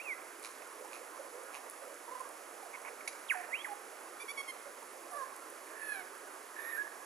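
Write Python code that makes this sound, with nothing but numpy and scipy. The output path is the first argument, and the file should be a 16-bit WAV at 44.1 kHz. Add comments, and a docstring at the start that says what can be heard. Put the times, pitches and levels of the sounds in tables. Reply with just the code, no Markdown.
"""Lyrebird in a wet fern forest.

The bird sings softly: whistled glides, whip cracks, rattles, nasal notes, a caw, a mew, a hoarse cry.
Its syrinx sounds harmonics and clicks through the throat; trunks scatter each call into a short tail.
Under it lie the even rush of the forest and microphone hiss, both stronger on the right."""
import sys
import numpy as np
from scipy import signal
from scipy.fft import rfft, irfft, next_fast_len
from scipy.io import wavfile

SR = 44100
rng = np.random.default_rng(int(sys.argv[2]) if len(sys.argv) > 2 else 0)


def store_pcm(level_fs):
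    """Save levels as 16-bit WAV."""
    pcm = np.round(np.clip(level_fs, -1, 1) * 32767).astype(np.int16)
    wavfile.write(sys.argv[1], SR, np.atleast_2d(pcm).T)


N = 310905
TIME = np.arange(N) / SR
TOP_HZ = 15650

# overtones of whistles and clucks: freq_hz, gain_db
PURE_OVERTONES = [(1400, -29), (3000, -47), (4800, -37), (7000, -18), (8700, -23), (10800, -7.5),
                  (14000, -43)]
# throat response of caw and chuckle: freq_hz, gain_db
LOW_THROAT = [(550, -7), (1030, 3.5), (1200, 2.5), (1450, -22), (1570, -15), (1630, -2.5), (1700, 2),
              (1780, -13), (2200, -34), (3500, -29), (6000, -33), (11000, -32), (14000, -46)]
# throat response of rattles and chip: freq_hz, gain_db
CLICK_THROAT = [(120, -63), (400, 2), (1000, 8), (1700, -10), (2400, 9), (3100, -5), (4000, 3),
                (5200, -2.5), (6600, -1.5), (8500, -14), (10500, 3.5), (14000, -31)]


def undb(db):
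    return 10 ** (np.asarray(db) / 20)


def unit(x):
    """Scale to rms 1."""
    return x / np.sqrt(np.mean(np.abs(x) ** 2) + 1e-20)


def at(points, hz):
    """Read (freq_hz, value) points on a log-frequency axis."""
    freq_hz, value = np.transpose(points)
    return np.interp(np.log(np.maximum(hz, 1)), np.log(freq_hz), value)


def colour(x, points, lead=((1, 0),)):
    """Filter by (freq_hz, gain_db) points and a (freq_hz, lead_rad) curve."""
    size = next_fast_len(len(x) + 2048)
    hz = np.fft.rfftfreq(size, 1 / SR)
    response = undb(at(points, hz)) * np.exp(1j * at(lead, hz))
    return irfft(rfft(x, size) * response, size)[:len(x)]


def flutter(count, hz):
    """Complex noise of rms 1 and Gaussian bandwidth hz."""
    size = next_fast_len(count + 4096)
    bins = rng.standard_normal(size) + 1j * rng.standard_normal(size)
    lowpass = np.exp(-.5 * (np.fft.fftfreq(size, 1 / SR) / hz) ** 2)
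    return unit(np.fft.ifft(bins * lowpass))[:count]


def snap(decay_s, count=512):
    """Decaying noise burst."""
    return rng.standard_normal(count) * np.exp(-TIME[:count] / decay_s)


def add(out, start_s, x):
    i = max(int(start_s * SR), 0)
    out[i:i + len(x)] += x[:max(N - i, 0)]


def clock(length_s):
    return np.arange(int(max(length_s, .005) * SR)) / SR


def swell(t, attack_s, release_s):
    """Attack, hold, release; quarter-sine ramps."""
    rise = np.sin(np.pi / 2 * np.clip(t / attack_s, 0, 1))
    fall = np.sin(np.pi / 2 * np.clip((t[-1] - t) / release_s, 0, 1))
    return rise * fall


def arch(t, first, middle, last):
    """Parabola over a note."""
    u = t / t[-1]
    return first + (last - first) * u + (middle - (first + last) / 2) * (1 - (2 * u - 1) ** 2)


def gesture(rows):
    """Start time, then each further column of a (time_s, ...) table as a curve."""
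    times, *columns = np.transpose(rows)
    t = times[0] + clock(times[-1] - times[0])
    return [times[0]] + [np.interp(t, times, column) for column in columns]


def syrinx(hz, rough, throat, pure=False, jitter=0.0034, rasp_hz=70, clean_db=-16.5, hoarse_db=-5.0):
    """Harmonics under the throat response; a rough membrane (0-1) smears each into a band."""
    rough, count = np.clip(rough, 0, 1), len(hz)
    phase = 2 * np.pi * np.cumsum(hz * (1 + jitter * flutter(count, 150).real)) / SR
    # a pure voice sheds overtones as it clears
    buzz = undb(np.interp(rough, [0, .5], [clean_db, hoarse_db])) if pure else 1
    voice = np.zeros(count)
    for k in range(1, int(TOP_HZ / hz.min()) + 1):
        gain = 1 if pure and k == 1 else buzz * undb(at(throat, k * hz)) * (k * hz < TOP_HZ)
        swing = np.sqrt(1 - rough ** 2) + rough * flutter(count, rasp_hz * np.sqrt(k))
        voice += gain * (swing * np.exp(1j * k * phase)).imag
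    return voice


def whistle_tone(hz, rough, strain_db=0):
    """Near-pure voice, loudest at the throat resonance; strain lifts the overtones."""
    # throat resonance: pitch_hz, gain_db
    throat = [(720, -12), (900, -18), (1400, -12.5), (1800, -4.5), (2250, -1), (2720, -8.5), (2950, -20.5),
              (3300, -22), (4500, -47)]
    voice = syrinx(hz, rough, PURE_OVERTONES, pure=True, jitter=0.00069,
                   clean_db=strain_db - 24, hoarse_db=strain_db - 12)
    return undb(at(throat, hz)) * voice


def whistles(release_s=0.011):
    """Three arched glides and one upslur that hurries through its middle."""
    # glides: start_s, length_s, first_hz, middle_hz, last_hz, drive_db, attack_s, roughness
    glides = [(0, .03, 2300, 2600, 2840, -34.5, 0.00043, 0), (0.02, 0.12, 2920, 2460, 1940, -31, .1, 0.06),
              (5.109, 0.065, 745, 700, 630, -32, .02, .1)]
    # rising whistle: time_s, pitch_hz, drive_db
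    upslur = [(3.508, 1760, -46), (3.533, 2055, -28.5), (3.56, 2770, -23.5), (3.58, 3080, -26),
              (3.62, 3400, -18.5), (3.63, 3500, -42)]
    out = np.zeros(N)
    for start_s, length_s, first_hz, middle_hz, last_hz, db, attack_s, rough in glides:
        t = clock(length_s)
        hz = arch(t, first_hz, middle_hz, last_hz)
        add(out, start_s, undb(db) * swell(t, attack_s, release_s) * whistle_tone(hz, rough))
    start_s, hz, db = gesture(upslur)
    add(out, start_s, undb(db) * whistle_tone(hz, rough=0.17))
    return out


def whips(sag_hz_per_s=567, break_hz=1290, break_octaves=0.3, break_rough=.9, base_rough=0.08):
    """A forced whistle plunges, breaks on the way and holds a low, sagging note."""
    # cracks: start_s, length_s, top_hz, held_hz, fall_octaves_per_s, first_db, last_db, attack_s
    cracks = [(3.276, .148, 4816, 785, 34.5, -16.5, -29, .0098),
              (3.643, .098, 2380, 860, 37, -29, -22.5, 0.0068)]
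    out = np.zeros(N)
    for start_s, length_s, top_hz, held_hz, fall, first_db, last_db, attack_s in cracks:
        t = clock(length_s)
        hz = np.maximum(top_hz * 2 ** (-fall * t), held_hz - sag_hz_per_s * t)
        breaking = np.exp(-(np.log2(hz / break_hz) / break_octaves) ** 2)
        rough = base_rough + (break_rough - base_rough) * breaking
        drive = undb(np.linspace(first_db, last_db, len(t))) * swell(t, attack_s, release_s=0.0098)
        add(out, start_s, drive * whistle_tone(hz, rough, strain_db=9.5))
    return out


def nasal_notes(droop_share=0.0207, rough=0.3):
    """Four short, slightly arched notes rich in harmonics."""
    # notes: start_s, length_s, pitch_hz, climb_share, drive_db
    notes = [(4.194, 0.043, 1186, 0.03, -34.5), (4.278, 0.044, 1151, 0.056, -31),
             (4.368, 0.052, 1119, -0.013, -30.5), (4.473, 0.042, 1075, -0.0073, -32.5)]
    # throat response: freq_hz, gain_db
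    throat = [(1100, -17), (2200, -5), (3350, -16), (4500, -23), (5600, -24), (6700, -28.5), (8300, -41),
              (9700, -23.5), (10500, -13.5), (11500, -28), (14000, -49)]
    out = np.zeros(N)
    for start_s, length_s, pitch_hz, climb, db in notes:
        t = clock(length_s)
        hz = pitch_hz * arch(t, 1 - climb / 2 - droop_share, 0.99, 1 + climb / 2 - droop_share)
        voice = syrinx(hz, rough, throat, jitter=0.0063)
        add(out, start_s, undb(db) * swell(t, attack_s=0.018, release_s=0.01) * voice)
    return out


def caw():
    """Two low, sinking pushes; the voice cracks between them."""
    # contour: time_s, pitch_hz, drive_db, roughness
    contour = [(5.11, 618, -55, .2), (5.135, 579.5, -43.5, .05), (5.162, 573.7, -44.5, .05),
               (5.172, 601, -34, .3), (5.183, 567, -44.5, 0.2), (5.2, 548, -40.5, 0),
               (5.235, 514, -37.5, 0.1), (5.243, 541, -48, 0.5), (5.282, 520, -53, 0.2)]
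    out = np.zeros(N)
    start_s, hz, db, rough = gesture(contour)
    add(out, start_s, undb(db) * syrinx(hz, rough, LOW_THROAT, jitter=.005, rasp_hz=55))
    return out


def mew(air_db=-11):
    """A breathy second harmonic swells; as the bill opens, the others join and the pitch drops."""
    # contour: time_s, pitch_hz, drive_db, roughness, opening_share
    contour = [(5.67, 855, -49.5, 1, 0), (5.8, 861, -44.5, .9, 0), (5.828, 861, -34, 0.3, 0),
               (5.872, 860, -36.5, 0.28, 0.3), (5.918, 837, -34.5, 0.07, 0.5), (5.942, 820, -34, .5, 0.4),
               (5.96, 781, -37, .35, 0.7), (6.005, 742, -42, 0.1, .9), (6.034, 690, -50, 0.4, 0.9)]
    # throat response: freq_hz, gain_db
    throat = [(780, -4.5), (900, -31), (1450, -6), (1700, 0.5), (2250, -5), (2550, -11), (3200, -22),
              (3750, -23), (4100, -18.5), (4900, -33), (5600, -30), (8500, -44), (10500, -16.5),
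              (11500, -21), (14000, -44)]
    # passband of the nearly closed bill: freq_hz, gain_db
    closed_bill = [(1100, -22), (1500, -3), (1950, 0), (2400, -9)]
    out = np.zeros(N)
    start_s, hz, db, rough, opening = gesture(contour)
    voice = syrinx(hz, rough, throat, jitter=0.0072, rasp_hz=119)
    voice = opening * voice + (1 - opening) * colour(voice, closed_bill)
    add(out, start_s, undb(db) * (voice + bill_air(rough, air_db)))
    return out


def cry(air_db=-6):
    """A hoarse, airy whistle swells, breaks and drops to a loud, clear note."""
    # contour: time_s, pitch_hz, level_db, roughness
    contour = [(6.56, 1695, -48, 1.1), (6.58, 1751, -43, 0.75), (6.66, 1845, -40.5, .65),
               (6.724, 1850, -38, 0.5), (6.735, 1790, -31.5, 0), (6.746, 1800, -40, 0.4),
               (6.757, 1800, -34.5, 0.3), (6.767, 1536, -41.5, 0.94), (6.789, 1674, -28.5, 0),
               (6.813, 1680, -31.5, 0.1), (6.824, 1700, -43, 0.5)]
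    # overtones: freq_hz, gain_db
    overtones = [(3300, -26), (3750, -17), (5400, -38), (8500, -34), (11500, -24), (14000, -50)]
    out = np.zeros(N)
    start_s, hz, db, rough = gesture(contour)
    voice = syrinx(hz, rough, overtones, pure=True, jitter=0.0047, rasp_hz=137,
                   clean_db=-24, hoarse_db=-3)
    add(out, start_s, undb(db) * (voice + bill_air(rough, air_db)))
    return out


def bill_air(rough, db):
    """Turbulence in the bill, as strong as the voice is rough."""
    # air spectrum: freq_hz, gain_db
    spectrum = [(600, -37), (1300, -9), (1700, 6), (2050, -7), (2400, -2), (2900, -22), (3800, -17),
                (5000, -32), (14000, -45)]
    return undb(db) * np.clip(rough, 0, 1) * unit(colour(rng.standard_normal(len(rough)), spectrum))


def sizzle(width_hz=330, skirt_hz=1100, skirt_db=-5):
    """Air hisses in a narrow, high resonance as the bird strains in caw, mew and cry."""
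    # hisses: start_s, length_s, centre_hz, level_db, attack_s, release_s
    hisses = [(5.1, 0.096, 10900, -56, 0.027, .05), (5.741, 0.24, 10520, -51, 0.19, 0.079),
              (6.525, .265, 11200, -51, 0.26, 0.013)]
    out = np.zeros(N)
    for start_s, length_s, hz, db, attack_s, release_s in hisses:
        t = clock(length_s)
        air = flutter(len(t), width_hz) + undb(skirt_db) * flutter(len(t), skirt_hz)
        band = unit((air * np.exp(2j * np.pi * hz * t)).real)
        add(out, start_s, undb(db) * swell(t, attack_s, release_s) * band)
    return out


def clucks(edge_db=-9, bend_share=0.025):
    """Soft, breathy notes that swell and climb a little."""
    # notes: start_s, length_s, pitch_hz, level_db, roughness
    notes = [(0.784, 0.066, 509.6, -44.5, 0.89), (1.188, 0.03, 550, -36.5, 0.44),
             (1.32, .087, 491.7, -44, 0.65), (1.385, 0.078, 540, -45, 0.71), (1.564, 0.016, 1007, -40, 0.2),
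             (1.817, .13, 553, -43.5, 0.72), (2.624, 0.021, 773, -39, 0.1), (2.65, .03, 684, -42, 0.5),
             (3.87, 0.019, 472, -44, 0.24), (4.237, 0.015, 453, -40.5, 0), (4.652, 0.034, 576, -42, 0.35)]
    out = np.zeros(N)
    for start_s, length_s, hz, db, rough in notes:
        t = clock(length_s)
        u = np.linspace(-1, 1, len(t))
        voice = syrinx(hz * (1 + bend_share * u), rough, PURE_OVERTONES, pure=True,
                       rasp_hz=99, hoarse_db=-19.0)
        envelope = undb(db + edge_db * np.abs(u)) * swell(t, attack_s=0.0066, release_s=0.01)
        add(out, start_s, envelope * voice)
    return out


def chucks(attack_share=0.36, release_share=0.38):
    """Dull puffs through the closed bill."""
    # puffs: start_s, length_s, level_db
    puffs = [(.618, 0.0098, -44), (2.731, 0.037, -42), (2.846, 0.019, -42.5), (2.864, 0.033, -42.5),
             (3.005, 0.014, -44.5)]
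    # throat response: freq_hz, gain_db
    throat = [(300, -32), (1000, 0.5), (1600, -6), (2150, 4.5), (2650, -6), (3200, -32), (6000, -27),
              (14000, -42)]
    out = np.zeros(N)
    for start_s, length_s, db in puffs:
        t = clock(length_s)
        puff = unit(colour(rng.standard_normal(len(t)), throat))
        add(out, start_s, undb(db) * swell(t, attack_share * length_s, release_share * length_s) * puff)
    return out


def chuckle(attack_s=0.004, release_s=0.0063, rough=.15):
    """Five clipped notes in the caw's voice, climbing and slowing."""
    # notes: start_s, length_s, pitch_hz, drive_db
    notes = [(2.077, .023, 477, -44.5), (2.11, 0.03, 508, -42), (2.15, 0.024, 500, -41),
             (2.201, .019, 520, -38.5), (2.252, 0.02, 539, -45)]
    out = np.zeros(N)
    for start_s, length_s, hz, db in notes:
        t = clock(length_s)
        voice = syrinx(np.full(len(t), hz), rough, LOW_THROAT, jitter=0.0098, rasp_hz=91)
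        add(out, start_s, undb(db) * swell(t, attack_s, release_s) * voice)
    return out


def rattles(decay_s=0.001, ring_s=0.00083, ring_db=-5, rasp_db=-4, scatter_db=1.4, count=8192):
    """Membrane slaps of uneven strength over a soft rasp, ringing the throat."""
    # click trains: start_s, length_s, rate_hz, drive_db, bright_db, ring_hz
    trains = [(.4305, 0.058, 114, -52, 3, 2270), (0.9154, 0.083, 122, -54.5, -5, 2460),
              (1.53, 0.064, 140, -52.5, -4, 2600)]
    out = np.zeros(N)
    for start_s, length_s, rate_hz, db, bright_db, ring_hz in trains:
        slaps, rings = np.zeros((2, count))
        ring = np.sin(2 * np.pi * ring_hz * TIME[:512]) * np.exp(-TIME[:512] / ring_s)
        for slap_s in np.arange(0, length_s, 1 / rate_hz):
            size = np.interp(slap_s / length_s, [0, .2, .4, .7, 1], [.35, .9, 1, .3, .15])
            size *= undb(scatter_db * rng.standard_normal())
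            add(slaps, slap_s, size * unit(snap(decay_s)))
            add(rings, slap_s, size * ring)
        rasp = rng.standard_normal(count) * np.sin(np.pi * np.minimum(TIME[:count] / length_s, 1))
        source = unit(slaps) + undb(rasp_db) * unit(rasp)
        train = unit(colour(source, CLICK_THROAT)) + undb(ring_db) * unit(rings)
        train = colour(train, [(2600, 0), (3700, bright_db)])
        add(out, start_s, undb(db) * unit(train) * np.sqrt(length_s * SR / count))
    return colour(out, [(120, -30), (450, 4.5)])


def chip(crack_db=-6, crack_s=0.0092, wander_hz=220, attack_s=0.0036, highpass_hz=900):
    """A hard slap and its rebound ring the unsteady resonances of the throat."""
    # slaps: start_s, drive_db
    slaps = [(3.075, -24), (3.085, -43)]
    # throat modes: freq_hz, gain_db, t60_s
    modes = [(1650, -11, 0.027), (2300, 5.5, 0.02), (3340, -24, 0.012), (4640, -11, 0.03),
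             (5760, -15, 0.027), (6040, -18, 0.014), (6880, -12, 0.029), (8900, -21, 0.0123),
             (10540, -13, 0.057), (11300, -33, .012)]
    out, t = np.zeros(N), TIME[:4096]
    for start_s, db in slaps:
        ring = np.zeros(len(t))
        for hz, mode_db, t60_s in modes:
            phase = 2 * np.pi * np.cumsum(hz + wander_hz * flutter(len(t), 200).real) / SR
            ring += undb(mode_db - 60 * t / t60_s) * np.sin(phase)
        crack = colour(snap(crack_s, len(t)), CLICK_THROAT)
        add(out, start_s, undb(db) * np.minimum(t / attack_s, 1) * (ring + undb(crack_db) * crack))
    return signal.sosfilt(signal.butter(2, highpass_hz, "high", fs=SR, output="sos"), out)


def ticks(decay_s=.0009):
    """Dry, high ticks of bill and leaf litter."""
    # ticks: start_s, peak_db
    hits = [(.427, -37), (1.6985, -33), (1.71, -39), (2.2083, -37), (2.2905, -39), (5.112, -39),
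            (5.364, -36), (5.5022, -35)]
    out = np.zeros(N)
    for start_s, db in hits:
        tick = colour(snap(decay_s), [(300, -60), (3500, -16.0), (7500, -5), (10500, 13), (14000, -19)])
        add(out, start_s, undb(db) * tick / np.abs(tick).max())
    return out


def knocks(decay_s=0.012, attack_s=0.005):
    """Dull, pitchless thuds in the undergrowth."""
    # thuds: start_s, level_db
    thuds = [(0.846, -36.5), (.964, -44), (1.497, -43), (2.3, -42), (3.483, -37.5), (5.712, -40.5)]
    # thud spectrum: freq_hz, gain_db
    spectrum = [(50, -60), (170, -42), (380, -9), (650, 5.5), (1400, -4), (2200, -28), (5000, -52)]
    out, t = np.zeros(N), TIME[:4096]
    envelope = np.minimum(t / attack_s, 1) * np.exp(-t / decay_s)
    for start_s, db in thuds:
        add(out, start_s, undb(db) * envelope * unit(colour(rng.standard_normal(len(t)), spectrum)))
    return out


def litter(drive_db=-60, scatter_db=2, decay_s=0.00095, count=35):
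    """Faint, random crackles of drips and leaves."""
    out = np.zeros(N)
    for start_s, size in zip(rng.random(count) * N / SR, rng.standard_normal(count)):
        add(out, start_s, undb(drive_db + scatter_db * min(size, 2)) * snap(decay_s))
    return colour(out, [(300, -36), (3500, -4), (7000, 17.5), (10500, 20.5), (14000, -5)])


def trunks(x, near_db=-22, near_s=0.01, far_db=-13.0, t60_s=0.68, build_s=0.018, count=40000):
    """Early echoes off ground and near trunks, then a flickering, diffuse tail from the deeper wood."""
    # scattering response: freq_hz, gain_db
    scattering = [(400, 4), (1100, 5), (1700, 8.5), (2250, 1.5), (4000, 2.5), (6000, 6), (12000, 2)]
    t = TIME[:count]
    near = rng.standard_normal(count) ** 3 * np.exp(-t / near_s) * (t > .008)  # cubed: spiky echoes
    far = rng.standard_normal(count) * undb(-60 * t / t60_s) * np.minimum(t / build_s, 1)
    early = signal.fftconvolve(x, unit(near))[:N]
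    tail = signal.fftconvolve(x, signal.hilbert(unit(far)))[:N]
    tail = (tail * (.88 + .45 * flutter(N, 60))).real
    return colour((undb(near_db) * early + undb(far_db) * tail) / np.sqrt(count), scattering)


def rush(right_rms_db=-47.5, waver_db=1.5, waver_hz=8):
    """Stereo forest rush and microphone hiss; the middle bands waver a little."""
    # noise spectrum: freq_hz, density_db
    spectrum = [(30, -38.5), (100, -35), (180, -27.5), (260, -11.5), (340, -2.5), (550, 1), (800, -1.5),
                (1120, 0.2), (1500, -2.5), (2200, -7.5), (3000, -16), (3900, -20), (7000, -15.5),
                (8800, -18), (10400, -11), (12500, -22.5), (15300, -35)]
    # left against right: freq_hz, gain_db, coherence, lead_rad
    stereo = [(50, 2, 0.01, 0.94), (150, -2, 0.8, 0.38), (312, -1.5, 0.78, -0.23), (510, -7, 0.6, -0.45),
              (880, -12.5, 0.1, 0.12), (1030, -5.5, 0.42, 0.33), (1840, -8, 0.47, 0.99),
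              (2460, -9.5, 0.9, 0.83), (3630, -4.5, 0.94, 0.96), (6740, -3.5, 0.83, 0.23),
              (10800, -2.5, 1, -0.085)]
    hz = np.fft.rfftfreq(N, 1 / SR)
    right, independent = rfft(rng.standard_normal((2, N)))
    left_db, coherence, lead_rad = (at(np.array(stereo)[:, [0, k]], hz) for k in (1, 2, 3))
    left = np.sqrt(coherence) * np.exp(1j * lead_rad) * right + np.sqrt(1 - coherence) * independent
    sides = np.array([undb(left_db) * left, right]) * undb(at(spectrum, hz))
    out = irfft(sides, N)
    for low_hz in 300 * 2 ** (np.arange(5) / 2):  # half-octave bands
        band = irfft(sides * ((hz >= low_hz) & (hz < low_hz * np.sqrt(2))), N)
        out += band * (undb(waver_db * unit(flutter(N, waver_hz).real)) - 1)
    return out * undb(right_rms_db) / np.std(out[1])


def scene(spread_db=-3):
    """Bird to the right; a second set of echoes on the left widens it."""
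    # left against right: freq_hz, gain_db
    left_gain = [(400, -3.5), (750, -13.5), (1100, -11), (1700, -16), (2150, -7.5), (3300, -12), (7000, 1),
                 (11000, -2)]
    # left phase lead: freq_hz, lead_rad
    left_lead = [(700, 0.51), (1100, 0.61), (1700, 1.37), (2200, 1.12), (3200, 1.1), (7000, 0.33),
                 (11000, 0.17)]
    direct = whistles() + whips() + nasal_notes() + caw() + mew() + cry() + sizzle()
    direct = direct + clucks() + chucks() + knocks() + chuckle() + rattles() + chip() + ticks() + litter()
    right = direct + trunks(direct)
    left = colour(right + undb(spread_db) * trunks(direct), left_gain, left_lead)
    return np.array([left, right]) + rush()


def record(dry):
    """Steep low-pass at TOP_HZ."""
    return signal.sosfilt(signal.ellip(10, .2, 70, TOP_HZ, fs=SR, output="sos"), dry)


dry = scene()
out = record(dry)
store_pcm(out)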